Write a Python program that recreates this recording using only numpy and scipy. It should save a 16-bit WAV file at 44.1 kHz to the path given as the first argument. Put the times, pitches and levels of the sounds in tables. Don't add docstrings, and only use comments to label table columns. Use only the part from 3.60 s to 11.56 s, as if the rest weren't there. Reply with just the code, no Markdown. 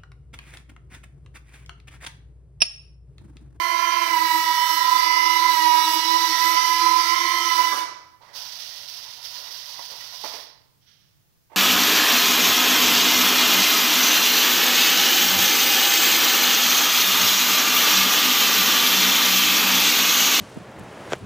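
import sys
import numpy as np
from scipy import signal
from scipy.fft import rfft, irfft, next_fast_len
from scipy.io import wavfile
from scipy.ndimage import map_coordinates

SR = 44100
rng = np.random.default_rng(int(sys.argv[2]) if len(sys.argv) > 2 else 0)


def waveform_to_disk(signal):
    frames = np.transpose(np.atleast_2d(signal))
    scaled = np.clip(frames, -1, 1) * 32767
    samples = np.round(scaled).astype(np.int16)
    wavfile.write(sys.argv[1], SR, samples)


N = 351036

IDLE_HZ = {"slow": 333.2, "loud": 340.1, "fast": 354.3}
# frequency in Hz, relative level in dB.
RUB_SPECTRUM = [(100, -57), (300, -4), (500, -7), (850, -1), (1200, 2), (1600, 0), (2200, -13), (3200, -18),
                (5500, -6), (8000, -41.5)]
FULL_SAG_HZ = 21.5
CUT_S, RUN_DOWN_S = 4.195, 0.081


def leg_drives(grind_db=-5, brush_db=-37.0, brush_follow=0.51, hum_db=5, coast_db_per_s=110):
    # frequency in Hz, relative level in dB.
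    grind_spectrum = [(150, -25.5), (500, -16.5), (900, -12), (2000, -6.5), (2600, -7.5), (4000, -5),
                      (5800, 2), (6600, -7.5), (8000, -16), (16000, -32)]
    brush_spectrum = [(3000, -48.5), (6500, -5.5), (8000, 0), (9500, 0.5), (12000, 0.5), (14000, 3),
                      (15600, -3)]
    # time in seconds, relative level in dB.
    rattle_levels = [(0.0, -33), (0.44, -32.5), (0.6, -30), (2.58, -24), (3.97, -26), (4.2, -27)]
    hum_levels = [(0.0, -48), (0.85, -42), (1.02, -54), (1.95, -40.5), (2.7, -38), (3.03, -49.5),
                  (3.2, -42.5), (3.9, -44.5), (4.2, -50)]
    octave_levels = [(0, -39.5), (.44, -43), (.55, -50.5), (1.9, -50.5), (2.5, -47), (3.0, -49.5),
                     (3.5, -48), (4.2, -50.5)]
    motors = [motor("slow", flutter=0.0014, orders_db=-0.5, stall_s=4.22),
              motor("loud", flutter=0.0013, orders_db=-1.0, stall_s=4.27),
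              motor("fast", flutter=0.0012, orders_db=-1.0, stall_s=4.24)]
    whines, overtones, angles_rad, sags_hz = (np.array(part) for part in zip(*motors))
    tones = whines.sum(0) + filtered(overtones.sum(0), wing_skin)
    load = np.clip(sags_hz.mean(0) / FULL_SAG_HZ, 0, 2)
    shafts = amp([-7, 0, -8]) @ np.cos(angles_rad)
    hum = amp(envelope(hum_levels) + hum_db) * unit(amp(2.0 * wobble(24)) * shafts)
    shaft_octaves = unit(amp([0, -3, -5]) @ np.cos(2 * angles_rad))
    octave = amp(envelope(octave_levels) + 2.3 * wobble(30)) * shaft_octaves
    pressure = (1 + np.cos(angles_rad)) / 2
    contacts = lambda: (pressure ** 2 * rng.standard_normal(pressure.shape)).sum(0)
    rattle_db = envelope(rattle_levels)
    grind = amp(rattle_db + grind_db) * coloured(contacts(), grind_spectrum)
    brush_gain = amp(brush_db + brush_follow * (rattle_db - rattle_db.mean()))
    brushes = brush_gain * coloured(contacts(), brush_spectrum)
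    pitched = tones + hum + octave + gear_whistles(angles_rad, load)
    powered = 1 - ramp(CUT_S, RUN_DOWN_S)
    coasting = amp(-coast_db_per_s * since(CUT_S))
    return pitched * powered + grind * coasting + brushes * coasting ** 2


def motor(name, flutter, orders_db, stall_s, jitter=0.0015, waver_db=1.7, mesh_db=2.5, chatter_db=2.0):
    whine_levels = {"slow": [(0, -24.5), (.38, -24), (.65, -31.5), (.92, -35), (1.12, -38), (1.7, -32.5),
                    (2.0, -30.5), (2.26, -26), (2.6, -37.5), (2.85, -28.5), (3.17, -32), (3.28, -26),
                    (3.88, -27.5), (4.2, -37.5)], "loud": [(0, -34), (.25, -24.5), (.47, -24), (.52, -29),
                    (.553, -14), (.59, -19.5), (.78, -12.5), (1.18, -19.5), (1.38, -16), (1.66, -17.5),
                    (1.87, -16), (2.1, -18), (2.28, -14), (2.43, -21), (2.57, -14.5), (2.77, -22),
                    (3.1, -19.5), (3.3, -21), (3.95, -23.5), (4.005, -13), (4.04, -25), (4.2, -31)],
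                    "fast": [(0, -29), (.45, -29), (.62, -24), (.85, -33), (1.05, -33.5), (1.3, -23.5),
                    (1.65, -24.5), (1.9, -24.5), (2.06, -28), (2.4, -30.5), (2.6, -28), (3.15, -33.5),
                    (3.5, -23.5), (3.85, -25.5), (4.2, -26.5)]}
    # shaft order (consecutive from 4), relative dB in the slow, loud, fast motor.
    orders = [(4, -34.5, -37.5, -38.5), (5, -43.5, -44, -44.5), (6, -35.5, -33, -32),
              (7, -37.5, -38.5, -45.5), (8, -44, -46, -47.5), (9, -36.5, -33.5, -37), (10, -46, -46, -42.5),
              (11, -41.5, -38.5, -39.5), (12, -41.5, -40, -34.0), (13, -45.5, -37, -36.5),
              (14, -43, -39, -39.5), (15, -45.0, -42.5, -40), (16, -44.0, -41.5, -40),
              (17, -39.5, -36.5, -40.5), (18, -36.5, -40.0, -41), (19, -42.5, -46.5, -57)]
    # time in seconds, gain in dB.
    tooth_pressure = [(0, -5.5), (.3, -6.5), (.7, -2.5), (1.8, -1.5), (2.0, 0), (2.45, 0.5), (2.65, 3),
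                      (2.95, 0), (3.5, 0), (3.9, -0.5), (4.1, -2.5)]
    shaft_hz = shaft_speed(name)
    sag_hz = IDLE_HZ[name] - shaft_hz
    roughness = jitter * (1 + 0.72 * sag_hz / FULL_SAG_HZ)
    speed_hz = shaft_hz * (1 + flutter * wobble(22) + roughness * wobble(170))
    turn = np.exp(2j * np.pi * np.cumsum(speed_hz) / SR).astype(np.complex64)
    drive = np.clip((stall_s - np.arange(N) / SR) / 0.18, 0, 1)
    pressing = amp(envelope(tooth_pressure))
    meshes = [drive * unit(amp(mesh_db * wobble(4) + chatter_db * wobble(45))) for _ in range(7)]
    partial = lambda phasor: np.sqrt(2) * (phasor * np.exp(2j * np.pi * rng.random())).real
    phasor = turn * turn * turn
    whine = amp(envelope(whine_levels[name]) + waver_db * wobble(60)) * partial(phasor)
    column = list(IDLE_HZ).index(name)
    overtones = 0
    for k, (order, *levels_db) in enumerate(orders):
        phasor = phasor * turn
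        mesh = meshes[k % len(meshes)]
        contact = mesh * pressing if order >= 10 else mesh
        overtones = overtones + amp(levels_db[column] + orders_db) * contact * partial(phasor)
    return whine, overtones, np.angle(turn), sag_hz


def shaft_speed(name):
    # motor, start in seconds, sag time in seconds, dragged speed in Hz, drift in Hz/s.
    strains = [("slow", 0.42, .24, 317.2, 2.5), ("loud", 0.455, 0.0899, 324, 4.8),
               ("fast", 0.44, .11, 332, 6.6), ("fast", 1.87, .1, 321.3, 16.8),
               ("loud", 1.9, .12, 322.6, 11.3), ("slow", 1.93, .2, 313.8, 7.4),
               ("slow", 3.25, .3, 325.6, -1), ("fast", 3.74, .26, 337, -24), ("loud", 3.86, .13, 329, -11),
               ("slow", 3.96, 0.22, 326.0, -4.5)]
    shaft_hz = np.full(N, float(IDLE_HZ[name]))
    for who, start_s, sag_s, dragged_hz, drift_hz_per_s in strains:
        if who == name:
            strained_hz = np.minimum(dragged_hz + drift_hz_per_s * since(start_s + sag_s), IDLE_HZ[name])
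            shaft_hz = shaft_hz + ramp(start_s, sag_s) * (strained_hz - shaft_hz)
    return shaft_hz


def gear_whistles(angles_rad, load, gain_db=-5, load_db=7, bite_db=3, backlash_deg=1.0, fade_s=0.15):
    # shaft order, relative level in dB in the slow, loud and fast motor.
    orders = [(21, -52.5, -52, -52.5), (24, -50, -48.5, -48), (27, -59.5, -56, -55),
              (30, -56.5, -59.5, -56.5), (33, -60, -54, -59), (36, -41, -45.5, -41), (37, -54, -57, -64.5),
              (39, -53, -51, -59.5), (42, -56.5, -58.5, -60.5), (45, -62, -54, -62.5), (46, -66, -56, -64),
              (48, -45.5, -45, -55)]
    play_rad = np.radians(backlash_deg) * np.array([wobble(430) for _ in angles_rad])
    shaken_rad = (angles_rad + play_rad).astype(np.float32)
    partials = sum(np.sqrt(2) * amp(levels_db) @ np.cos(round(order) * shaken_rad)
                   for order, *levels_db in orders)
    biting = ramp(0.5, 0.07) - ramp(0.6, 0.063)
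    fading = 1 - ramp(CUT_S - fade_s, fade_s)
    return amp(gain_db + load_db * load + bite_db * biting + 2.1 * wobble(12)) * partials * fading


def wing_skin(hz):
    # centre in Hz, width in Hz, boost in dB.
    modes = [(1773, 50, 6.5), (2019, 60, 6), (2490, 60, 3), (3396, 64, 4.5), (3520, 60, 3.5), (3960, 50, 4),
             (4140, 50, 3.5), (4736, 78, 7), (5080, 110, 6.5), (5270, 140, 5), (5905, 190, 4.5)]
    return amp(sum(db / (1 + (2 * (hz - centre_hz) / width_hz) ** 2) for centre_hz, width_hz, db in modes))


def leg_scrape(gain_db=13, sliding_db=-64, uneven_db=3):
    # peak time in seconds, relative level in dB, release in seconds.
    catches = [(0.46, -45.5, 0.093), (1.66, -62.5, 0.1), (2.34, -57.5, 0.049), (2.64, -53, 0.049),
               (3.23, -53, 0.054), (3.74, -52.5, 0.062), (3.99, -43.5, 0.088), (4.13, -45, 0.1),
               (4.28, -55, 0.016)]
    swinging = ramp(catches[0][0], 0.03) - ramp(CUT_S, RUN_DOWN_S)
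    friction = amp(sliding_db + uneven_db * wobble(10)) * swinging + swells(catches, attack_s=0.01)
    return amp(gain_db) * friction * coloured(grains(rate_hz=1400, spread_db=0.5), RUB_SPECTRUM)


def leg_clacks(ring_t60_s=0.13, crack_t60_s=0.033, crack_db=-7, attack_s=0.0012):
    # start in seconds, level in dB, ring frequency in Hz.
    hits = [(4.123, -22, 1154), (4.188, -30, 2240)]
    clacks, t = np.zeros(N), np.arange(SR // 3) / SR
    noise = coloured(rng.standard_normal(N), RUB_SPECTRUM)
    for start_s, db, hz in hits:
        span = slice(round(start_s * SR), round(start_s * SR) + len(t))
        ring_gain = amp(-60 * t / ring_t60_s) * (1 - np.exp(-t / attack_s))
        ring = np.sqrt(2) * np.sin(2 * np.pi * hz * t) * ring_gain
        crack = amp(crack_db - 60 * t / crack_t60_s) * noise[span]
        clacks[span] += amp(db) * (ring + crack)
    return clacks


def door_servo(free_s=4.61, on_s=4.765, off_s=6.803, spin_up_s=0.046, stop_db_per_s=200,
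               rasp_db=-34, ease_db_per_s=-2.0, surge=0.41, surge_s=0.04, easy_db=-4,
               tick_db=-12, slack_db=-54, sliding_db=-57, panel_db=6.0):
    # frequency in Hz, relative level in dB.
    servo_spectrum = [(300, -34.5), (1500, -17.5), (2300, -16), (2900, -8), (4000, -4), (5000, -1),
                      (6000, -3.5), (6800, -19.5), (9000, -23.5), (12000, -17), (15600, -15.5)]
    linkage_spectrum = [(300, -22.5), (1500, -10.5), (2500, -8.5), (3200, -2), (4500, 0), (6000, -3.5),
                        (7000, -23.5), (15000, -24)]
    # peak time in seconds, servo strain and panel rattle in relative dB, release in seconds.
    catches = [(4.69, -51.5, -55.5, 0.12), (4.99, -41.5, -62.5, .05), (5.3, -50.5, -70, 0.038),
               (5.46, -54, -56, .03), (5.655, -39, -58.5, 0.032), (5.76, -43.5, -50, 0.024),
               (5.87, -44.5, -55, 0.048), (5.975, -40.5, -60, 0.017), (6.1, -39.5, -55.5, 0.023),
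               (6.15, -49.5, -53.5, 0.024), (6.195, -40, -49, 0.011), (6.315, -40, -50.5, 0.045),
               (6.41, -49, -55.5, 0.026), (6.53, -40, -54.5, 0.03), (6.645, -36, -50, 0.051),
               (6.73, -46.5, -51, 0.064)]
    stopping = amp(-stop_db_per_s * since(off_s))
    free = ramp(free_s, 0.01) * stopping
    pulling = ramp(on_s - spin_up_s, spin_up_s) ** 2 * stopping
    strain = swells([(s, db, release_s) for s, db, _, release_s in catches], attack_s=0.041)
    rattle = swells([(s, db, release_s) for s, _, db, release_s in catches], attack_s=0.0122)
    pulled_s = since(on_s)
    easy = ramp(5.56, 0.03) - ramp(5.635, 0.01)
    surging = 1 + surge * np.exp(-pulled_s / surge_s)
    effort = amp(rasp_db + ease_db_per_s * pulled_s + easy_db * easy) * surging + strain
    ticks = coloured(grains(rate_hz=300, spread_db=1.0), linkage_spectrum)
    slack = coloured(grains(rate_hz=4000, spread_db=1.5), linkage_spectrum)
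    steps = grains(rate_hz=5000, spread_db=1.0) * amp(1.8 * wobble(70) + 0.73 * wobble(16))
    rasp = effort * pulling * (coloured(steps, servo_spectrum) + amp(tick_db) * ticks)
    rub = amp(panel_db) * (amp(sliding_db) * free + rattle) * door_panel()
    return rasp + amp(slack_db) * free * slack + rub


def door_panel(stick_db=3.5):
    # centre in Hz, width in Hz, relative level in dB.
    modes = [(575, 110, -7), (719, 91, -6), (968, 104, 0), (1380, 160, -6.5), (1970, 140, -1.5)]
    slips = 0
    for centre_hz, width_hz, db in modes:
        flare = amp(db + stick_db * wobble(24))
        slips += flare * resonating(grains(rate_hz=1700, spread_db=0.0), [(centre_hz, width_hz, 0)])
    return unit(slips)


def airframe_knocks(attack_s=0.0031, t60_s=0.2):
    # start in seconds, level in dB.
    hits = [(4.122, -38), (4.172, -33.5), (4.607, -48), (4.68, -47.5), (6.319, -44.5), (6.637, -25.5),
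            (6.736, -33), (7.898, -48), (7.916, -44.5), (7.93, -45)]
    # centre in Hz, width in Hz, relative level in dB.
    foam_modes = [(504, 390, -3), (698, 320, 1.5), (900, 124, 4.5), (1190, 310, -9), (1530, 220, -10.5),
                  (2135, 830, -13.5)]
    t = np.arange(SR // 3) / SR
    force = np.zeros(N + SR)
    for start_s, db in hits:
        force[round(start_s * SR):][:len(t)] += amp(db - 60 * t / t60_s) * (1 - np.exp(-t / attack_s))
    return force[:N] * resonating(rng.standard_normal(N), foam_modes)


def sleeve(gain_db=6):
    # peak time in seconds, relative level in dB, release in seconds.
    strokes = [(7.23, -66.5, .05), (7.29, -57.5, 0.056), (7.41, -67.5, .05), (7.49, -75, 0.048)]
    # frequency in Hz, relative level in dB.
    cloth_spectrum = [(600, -35), (1500, -8), (2000, -6), (2700, -5), (3100, 1), (3600, -2), (4500, -2),
                      (5900, 0.5), (6800, -26.5), (15000, -27)]
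    rustle = coloured(grains(rate_hz=7400, spread_db=1.0), cloth_spectrum)
    return amp(gain_db) * swells(strokes, attack_s=0.035) * rustle


def room_echoes(x):
    # frequency in Hz, T60 in seconds.
    decay_times = [(200, 0.97), (1000, 0.8), (2200, 0.64), (5000, 0.56), (7500, 0.27), (15000, 0.18)]
    hz, t, noise = signal.stft(rng.standard_normal((2, SR * 2 // 3)), SR, nperseg=256)
    decay = amp(-60 * t / along(decay_times, hz)[:, None])
    _, tail = signal.istft(noise * decay, SR, nperseg=256)
    delayed = np.pad(x, (200, 0))[None]
    return signal.fftconvolve(delayed, tail / np.linalg.norm(tail[0]), axes=1)[:, :N]


def room_tone(level_db=-62.5):
    # frequency in Hz, relative level in dB.
    air_spectrum = [(20, -10.5), (45, -11.5), (80, -2), (130, 2), (220, -13), (500, -18), (1000, -21),
                    (3000, -24), (6000, -22.5), (8000, -28), (13500, -24), (15300, -20.5)]
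    return amp(level_db) * amp([[-1], [1]]) * coloured(rng.standard_normal((2, N)), air_spectrum)


def amp(db):
    return 10 ** (np.asarray(db) / 20)


def unit(x):
    return x / np.sqrt(np.mean(np.abs(x) ** 2) + 1e-20)


def along(points, hz):
    points_hz, values = np.transpose(points)
    return np.interp(np.log(hz + 1), np.log(points_hz + 1), values)


def envelope(points):
    return np.interp(np.arange(N) / SR, *np.transpose(points))


def ramp(start_s, length_s):
    return np.clip((np.arange(N) / SR - start_s) / max(length_s, 1e-4), 0, 1)


def since(start_s):
    return np.maximum(np.arange(N) / SR - start_s, 0)


def swells(strokes, attack_s):
    return sum(amp(db) * ramp(peak_s - attack_s, attack_s) * np.exp(-since(peak_s) / max(release_s, 0.005))
               for peak_s, db, release_s in strokes)


def wobble(rate_hz):
    knots = rng.standard_normal(int(N * rate_hz / SR) + 4)
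    coarse = np.arange(0, N + 32, 32)
    return np.interp(np.arange(N), coarse, map_coordinates(knots, [coarse * rate_hz / SR]))


def grains(rate_hz, spread_db):
    chance, size = rng.random(N), rng.standard_normal(N)
    return unit((chance < rate_hz / SR) * np.sign(rng.standard_normal(N)) * amp(spread_db * size))


def filtered(x, response):
    size = next_fast_len(N + SR // 4)
    return irfft(rfft(x, size) * response(np.fft.rfftfreq(size, 1 / SR)), size)[..., :N]


def coloured(x, spectrum):
    return unit(filtered(x, lambda hz: amp(along(spectrum, hz))))


def resonating(x, modes):
    def body(hz):
        return sum((-1) ** k * amp(db) * 1j * hz * width / (centre ** 2 - hz ** 2 + 1j * hz * width)
                   for k, (centre, width, db) in enumerate(modes))
    return unit(filtered(x, body))


def scene():
    # frequency in Hz, left share, right share.
    direct_shares = [(326, 0.94, 0.94), (980, 0.14, 0.91), (4000, 0.075, 0.71), (10020, 0.028, 0.65)]
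    # frequency in Hz, gain of the left channel in dB.
    left_response = [(100, -8), (330, -10.5), (680, -16.5), (1000, -16), (2000, -18), (4400, -20),
                     (6000, -24.5), (8000, -11), (10000, -2.5), (12000, -9), (15000, -19)]
    sources = leg_drives() + leg_scrape() + leg_clacks() + door_servo() + airframe_knocks() + sleeve()
    left_share = [(hz, left) for hz, left, _ in direct_shares]
    right_share = [(hz, right) for hz, _, right in direct_shares]
    share = lambda hz: np.clip([along(left_share, hz), along(right_share, hz)], 0, 1)
    direct = filtered(sources, lambda hz: np.sqrt(share(hz)))
    echoes = filtered(room_echoes(sources), lambda hz: np.sqrt(1 - share(hz)))
    left, right = direct + echoes
    left = filtered(left, lambda hz: amp(along(left_response, hz)))
    return np.array([left, right]) + room_tone()


def record(dry):
    cutoff_hz = 15780
    return filtered(dry, lambda hz: hz < cutoff_hz)


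dry = scene()
out = record(dry)
waveform_to_disk(out)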